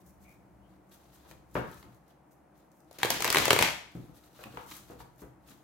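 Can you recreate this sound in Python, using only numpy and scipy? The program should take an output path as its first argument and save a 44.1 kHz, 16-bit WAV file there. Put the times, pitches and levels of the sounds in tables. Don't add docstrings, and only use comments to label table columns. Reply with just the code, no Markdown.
import sys
import numpy as np
from scipy import signal
from scipy.fft import rfft, irfft
from scipy.io import wavfile
from scipy.ndimage import uniform_filter1d

SR = 44100
rng = np.random.default_rng(int(sys.argv[2]) if len(sys.argv) > 2 else 0)


def wav_record(signal):
    frames = np.transpose(np.atleast_2d(signal))
    bounded = np.clip(frames, -1, 1)
    quanta = np.round(bounded * 32767).astype(np.int16)
    wavfile.write(sys.argv[1], SR, quanta)


N = 248283


def amp(db):
    return 10 ** (np.asarray(db) / 20)


def unit(x):
    return x / np.sqrt(np.mean(x ** 2) + 1e-20)


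def read(points, hz):
    frequency_hz, value = np.transpose(points)
    return np.interp(np.log(hz + 1), np.log(frequency_hz + 1), value)


def envelope(rows):
    return amp(np.interp(np.arange(N) / SR, *np.transpose(rows)))


def add(mix, start_s, sound):
    part = mix[:, max(round(start_s * SR), 0):][:, :sound.shape[1]]
    part += sound[:, :part.shape[1]]


def colour(x, spectrum, size=4096):
    log_gain = np.log(amp(read(spectrum, abs(np.fft.fftfreq(size, 1 / SR)))))
    response = np.fft.ifft(np.exp(np.conj(signal.hilbert(log_gain)))).real[:size // 2]
    return signal.fftconvolve(x, response[None], axes=1)[:, :x.shape[1]]


# frequency_hz, correlation
COHERENCE = [(50, 0.64), (300, 0.91), (700, 0.29), (2000, 0.46), (4500, 0.11), (15000, 0.4)]
def pair(x):
    a, b = rfft(x)
    same = np.clip(read(COHERENCE, np.fft.rfftfreq(x.shape[1], 1 / SR)), -1, 1)
    return irfft([a, same * a + np.sqrt(1 - same ** 2) * b], x.shape[1])


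def noise(spectrum, grain_db=0, grain_s=.004):
    grains = unit(uniform_filter1d(rng.standard_normal(N), max(round(grain_s * SR), 1)))
    rough = pair(rng.standard_normal((2, N))) * amp(grain_db * grains)
    return unit(colour(rough, spectrum))


def strike(spectrum, decay_s, crack, span_s=.004, lag_s=0, size=4096):
    t = np.arange(size) / SR
    chatter = pair(rng.standard_normal((2, size))) * np.exp(-t / max(decay_s, 1 / SR))
    chatter /= np.linalg.norm(chatter[0])
    arrivals = [max(round(-lag_s * SR), 0), max(round(lag_s * SR), 0)]
    chatter[[0, 1], arrivals] -= crack
    return unit(colour(chatter, spectrum)) * np.sqrt(span_s * SR / size)


# frequency_hz, level_db
AIR_SPECTRUM = [(15, -41.5), (25, -39.5), (55, -11), (78, -1.5), (97, -41.5), (130, -1.5), (256, -10.5),
                (301, -1), (405, -12.5), (714, -7.5), (1480, -20), (2160, -26), (3720, -39.5),
                (11900, -39.5), (16000, -45.5)]
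# frequency_hz, level_db
RUMBLE_SPECTRUM = [(25, -25), (45, -8), (65, 13.5), (90, -7.5), (125, 8), (155, -9.5), (188, 10.5),
                   (245, -14.5), (320, 0.5), (450, -18), (1200, -37.5)]
# time_s, level_db
RUMBLE_LEVELS = [(0, -61), (.55, -59.5), (1.05, -66), (1.9, -57), (2.1, -73.5), (2.85, -73), (4.25, -69),
                 (4.6, -57.5), (5.63, -68.5)]
def background(air_db=-62):
    return amp(air_db) * noise(AIR_SPECTRUM) + envelope(RUMBLE_LEVELS) * noise(RUMBLE_SPECTRUM)


# frequency_hz, decay_s
REVERB_TIMES = [(100, 0.57), (400, 0.36), (1200, 0.51), (3000, 0.5), (7000, 0.47), (15000, 0.34)]
def tail(onset_s=.0025):
    hz, time_s, bands = signal.stft(pair(rng.standard_normal((2, SR))), SR, nperseg=256)
    decay = amp(-60 * time_s / read(REVERB_TIMES, hz)[:, None])
    wash = signal.istft(bands * decay, SR, nperseg=256)[1][:, :SR]
    wash *= 1 - np.exp(-(np.arange(SR) / SR / onset_s) ** 2)
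    return wash / np.linalg.norm(wash[0])


# delay_s, level_db
EARLY_REFLECTIONS = [(.0032, -19.5), (0.011, -19.5), (0.017, -26), (.0238, -20.5)]
def room(x, wet_db, tails=3, crossfade_hz=5):
    wet = np.zeros((2, N))
    for delay_s, level_db in EARLY_REFLECTIONS:
        add(wet, delay_s, amp(level_db) * x)
    turn = 2 * np.pi * crossfade_hz * np.arange(N) / SR
    for k in range(tails):
        share = np.sqrt(2 / tails) * np.cos(turn + np.pi * k / tails)
        wet += signal.fftconvolve(x * share, tail(), axes=1)[:, :N]
    return x + amp(wet_db) * wet


def stroke(start_s, length_s, rise_share=.3, fall_share=.45, creep_db=-16.5, creep_s=.045):
    since_s = np.arange(N) / SR - start_s
    progress = since_s / length_s
    ramps = np.minimum(progress / rise_share, (1 - progress) / fall_share)
    outside_s = np.maximum(abs(since_s - length_s / 2) - length_s / 2, 0)
    creep = amp(creep_db) * np.exp(-(outside_s / creep_s) ** 2)
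    return np.maximum(np.minimum(ramps, 1), creep)


# start_s, length_s, fine_db, body_db
STROKES = [(0, 0.027, -73, -73), (0.045, 0.076, -66.5, -84), (0.194, 0.082, -68, -76),
           (0.25, 0.14, -73.5, -78), (0.642, 0.16, -82, -77.5), (0.903, 0.077, -64, -63.5),
           (0.97, 0.18, -77, -74), (1.115, 0.084, -65, -66.5), (1.17, 0.16, -78, -70.5),
           (1.272, 0.077, -63.5, -63), (1.523, 0.1, -59, -61), (1.62, 0.28, -66, -64),
           (1.904, 0.091, -77, -78), (2.053, 0.095, -76, -74.5), (2.303, 0.047, -69.5, -81),
           (2.535, 0.12, -77, -75.5), (2.688, 0.19, -76.5, -89), (2.904, 0.097, -66.5, -61),
           (3.88, 0.27, -70.5, -68.5), (4.138, 0.064, -64, -64.5), (4.215, 0.088, -69, -68),
           (4.317, 0.2, -64, -58.5), (4.477, 0.21, -67.5, -62.5), (4.658, 0.17, -53, -54),
           (4.866, 0.085, -64.5, -63), (4.981, 0.06, -60.5, -59.5), (5.174, 0.073, -62, -67),
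           (5.457, 0.1, -62.5, -61), (5.56, 0.098, -82, -81.5)]
# frequency_hz, level_db
FINE_SPECTRUM = [(1000, -24), (3000, -17.5), (4500, -9), (6200, 0), (9500, -4), (12500, 1), (16000, -5)]
BODY_SPECTRUM = [(150, 1.5), (600, -2.5), (1300, 4), (2200, -3), (4000, 0), (8000, -15)]
# start_s, length_s, pitch_hz, level_db
CARD_SQUEAKS = [(0.234, 0.11, 2290, -67), (0.612, 0.07, 3050, -81), (4.434, 0.0107, 2580, -51)]
def rubbing(catches_per_s=22, catch_db=9, catch_s=.0015):
    fine = sum(amp(fine_db) * stroke(start_s, length_s) for start_s, length_s, fine_db, _ in STROKES)
    body = sum(amp(body_db) * stroke(start_s, length_s) for start_s, length_s, _, body_db in STROKES)
    caught = rng.random(N) < catches_per_s / SR
    catches = signal.lfilter([1], [1, -np.exp(-1 / (catch_s * SR))], caught)
    out = fine * (1 + amp(catch_db) * catches) * noise(FINE_SPECTRUM, grain_db=2, grain_s=.007)
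    out += body * noise(BODY_SPECTRUM, grain_db=3, grain_s=.008)
    for start_s, length_s, pitch_hz, level_db in CARD_SQUEAKS:
        band = signal.butter(2, [pitch_hz * .94, pitch_hz * 1.06], "band", fs=SR, output="sos")
        squeak = signal.sosfilt(band, rng.standard_normal((2, SR)))[:, :round(length_s * SR)]
        add(out, start_s, amp(level_db) * unit(squeak) * signal.windows.tukey(squeak.shape[1], .4))
    return out


# start_s, thud_db, knock_db, clack_db, contact_s
TABLE_TAPS = [(1.249, -64, -63, -67.5, 0.015), (1.313, -58.5, -63, -67, 0.0089),
              (1.5533, -36.5, -34, -35.5, .015), (1.839, -57.5, -67, -64.5, .028),
              (3.951, -41.5, -55, -64.5, .019), (4.084, -54.5, -64.5, -73, 0.0076),
              (4.391, -69, -54, -58.5, 0.027), (4.457, -52, -56, -61.5, .011),
              (4.539, -56, -56, -63, 0.019), (4.5718, -64, -52, -44.5, 0.00181),
              (4.899, -52, -50, -59.5, 0.021), (5.003, -58, -59.5, -56.5, 0.00257),
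              (5.219, -52, -55.5, -60, 0.016), (5.505, -59.5, -80, -68, .017)]
# frequency_hz, level_db
THUD_SPECTRUM = [(30, -19), (65, 1), (90, -13.5), (122, 6), (160, -1), (230, -4), (320, -0.5), (450, -21.5),
                 (1200, -52)]
KNOCK_SPECTRUM = [(180, -36), (350, 0.5), (480, 5.5), (650, -2.5), (800, -1.5), (1100, -25.5), (3000, -54)]
CLACK_SPECTRUM = [(500, -30.5), (900, 2), (1300, -1.5), (1750, -7.5), (2400, -15.5), (3500, -21.5),
                  (6000, -36), (15000, -63)]
def taps(settle_contacts=.9, settle_db=-2.5, span_s=.02):
    out = np.zeros((2, N))
    for start_s, thud_db, knock_db, clack_db, contact_s in TABLE_TAPS:
        for at_s, corner_db in (start_s, 0), (start_s + settle_contacts * contact_s, settle_db):
            thud = amp(thud_db) * strike(THUD_SPECTRUM, contact_s + .017, crack=1, span_s=span_s)
            knock = amp(knock_db) * strike(KNOCK_SPECTRUM, contact_s + .0045, crack=.33, span_s=span_s)
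            clack = amp(clack_db) * strike(CLACK_SPECTRUM, contact_s, crack=.31, span_s=span_s)
            add(out, at_s, amp(corner_db) * (thud + knock + clack))
    return out


def gate(start_s, end_s, release_db_per_s=796.5):
    t = np.arange(N) / SR
    return (t >= start_s) * amp(-release_db_per_s * np.maximum(t - end_s, 0))


# time_s, effort_db
THUMB_EFFORT = [(2.985, -13.5), (3.095, -11), (3.112, 2.5), (3.195, -8), (3.224, -4.5), (3.43, 2.5),
                (3.55, -9.5), (3.63, 4), (3.705, -5)]
# frequency_hz, level_db
FLUTTER_SPECTRUM = [(150, -31), (400, -7.5), (700, 8.5), (1000, -10), (1600, 0), (2200, 4), (3500, -4.5),
                    (6000, -10.5), (10000, -29.5), (16000, -32)]
PUFF_SPECTRUM = [(25, -22.5), (45, -14), (80, -7), (120, -4.5), (250, -5), (350, -1.5), (450, -1),
                 (700, -1), (1100, -15), (3000, -42.5)]
HISS_SPECTRUM = [(800, 4), (3000, 3.5), (6000, -1.5), (9500, -11), (12000, -7.5), (16000, -16.5)]
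def riffle(clicks_per_s=150, spread_db=.5, decay_s=.0056, first_lands_s=2.9, last_lands_s=3.645):
    clicks = (rng.random(N) < clicks_per_s / SR) * amp(spread_db * np.clip(rng.standard_normal(N), -2, 2))
    power = signal.lfilter([1], [1, -np.exp(-2 / (decay_s * SR))], clicks ** 2)
    power /= uniform_filter1d(power, size=1500) + 1e-3 * power.mean()
    crackle = pair(rng.standard_normal((2, N))) * np.sqrt(power)
    effort = envelope(THUMB_EFFORT) * gate(THUMB_EFFORT[0][0], THUMB_EFFORT[-1][0])
    piled_s = np.clip(np.arange(N) / SR, first_lands_s, last_lands_s) - first_lands_s
    flutter_db, puff_db = -46 + 16.5 * piled_s, -42 + 7.5 * piled_s
    flutter = amp(flutter_db) * unit(colour(crackle, FLUTTER_SPECTRUM))
    puffs = amp(puff_db) * gate(first_lands_s, last_lands_s) * unit(colour(crackle, PUFF_SPECTRUM))
    hiss = amp(-35.5) * noise(HISS_SPECTRUM, grain_db=2.5, grain_s=.0027)
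    return effort * (flutter + puffs + hiss)


# start_s, slap_db, flex_db, edge_db
SNAPS_AND_TICKS = [(1.312, -52, -52, -56.5), (1.828, -85, -54, -75), (2.717, -75, -80, -68),
                   (2.804, -81, -86, -68), (2.9116, -49.5, -69.5, -58), (2.9864, -49.5, -50.5, -45),
                   (3.0165, -48, -43.5, -54), (3.0315, -32.5, -18, -28.5), (3.0483, -24, -32.5, -38),
                   (3.056, -38.5, -32.5, -36.5), (3.1037, -31.5, -26.5, -23), (3.2049, -38.5, -36, -34),
                   (3.2224, -45.5, -28, -29.5), (3.245, -42, -23.5, -27.5), (3.2517, -30, -28, -33),
                   (3.2771, -42, -26.5, -35), (3.3025, -34.5, -28, -24.5), (3.3265, -43.5, -26, -26.5),
                   (3.3466, -33.5, -19, -29.5), (3.3576, -25.5, -21, -34.5), (3.3699, -23, -17.5, -25),
                   (3.384, -34.5, -22, -25.5), (3.4549, -37, -24.5, -27), (3.4803, -23, -26.5, -31.5),
                   (3.506, -20.5, -13, -21), (3.5141, -25, -26.5, -50), (3.5304, -20, -22.5, -24.5),
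                   (3.563, -26.5, -23, -38), (3.5896, -25.5, -18.5, -25), (3.6106, -25, -32, -31.5),
                   (3.625, -29.5, -16.5, -22.5), (4.4385, -62, -44.5, -51.5), (4.7128, -70, -50.5, -54)]
# frequency_hz, level_db
EDGE_SPECTRUM = [(2000, -21), (4600, 0.5), (7000, 1.5), (9500, -5), (12000, 0.5), (16000, -9.5)]
FLEX_SPECTRUM = [(300, -33), (700, -16), (950, 1.5), (1400, -5), (2100, -2.5), (3000, -7.5), (4400, -10),
                 (7000, -31)]
SLAP_SPECTRUM = [(40, -32), (110, -3.5), (250, -11.5), (400, 1), (700, -4.5), (1100, -16), (3000, -49)]
def snaps(bend_spread=.06, lag_spread_s=.00003, scrape_db=-7, chatter_s=.0015):
    out = np.zeros((2, N))
    variations = rng.standard_normal((len(SNAPS_AND_TICKS), 2))
    for (start_s, slap_db, flex_db, edge_db), (bend, place) in zip(SNAPS_AND_TICKS, variations):
        shift = [np.exp(bend_spread * bend), 1]
        edge_spectrum = np.multiply(EDGE_SPECTRUM, shift)
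        flex_spectrum = np.multiply(FLEX_SPECTRUM, shift)
        lag_s = lag_spread_s * place
        crack = np.clip(.4 + .11 * (flex_db - edge_db), .1, 1.4)
        scrape = amp(edge_db + scrape_db) * strike(edge_spectrum, decay_s=.0055, crack=0)
        tick = amp(edge_db) * strike(edge_spectrum, decay_s=chatter_s, crack=crack, lag_s=lag_s)
        flex = amp(flex_db) * strike(flex_spectrum, decay_s=.0027, crack=.5 * crack, lag_s=lag_s)
        slap = amp(slap_db) * strike(SLAP_SPECTRUM, decay_s=.87 * chatter_s, crack=.99)
        add(out, start_s - .0012, scrape)
        add(out, start_s + .0003, tick + flex)
        add(out, start_s + .00035, slap)
    return out


def scene():
    cards = room(snaps() + riffle() + rubbing(), wet_db=-4.5) * amp([[1.2], [-.9]])
    table = room(taps(), wet_db=-.2) * amp([[1.8], [-1.3]])
    return cards + table + background() * amp([[.7], [-.7]])


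def record(dry, bass_hz=36, cutoff_hz=16050):
    high_pass = signal.butter(2, bass_hz, "high", fs=SR, output="sos")
    low_pass = signal.firwin(511, cutoff_hz, window=("kaiser", 8), fs=SR)
    clipped = np.clip(signal.sosfilt(high_pass, dry), -1, 1)
    return signal.oaconvolve(clipped, low_pass[None], "same", axes=1)


dry = scene()
out = record(dry)
wav_record(out)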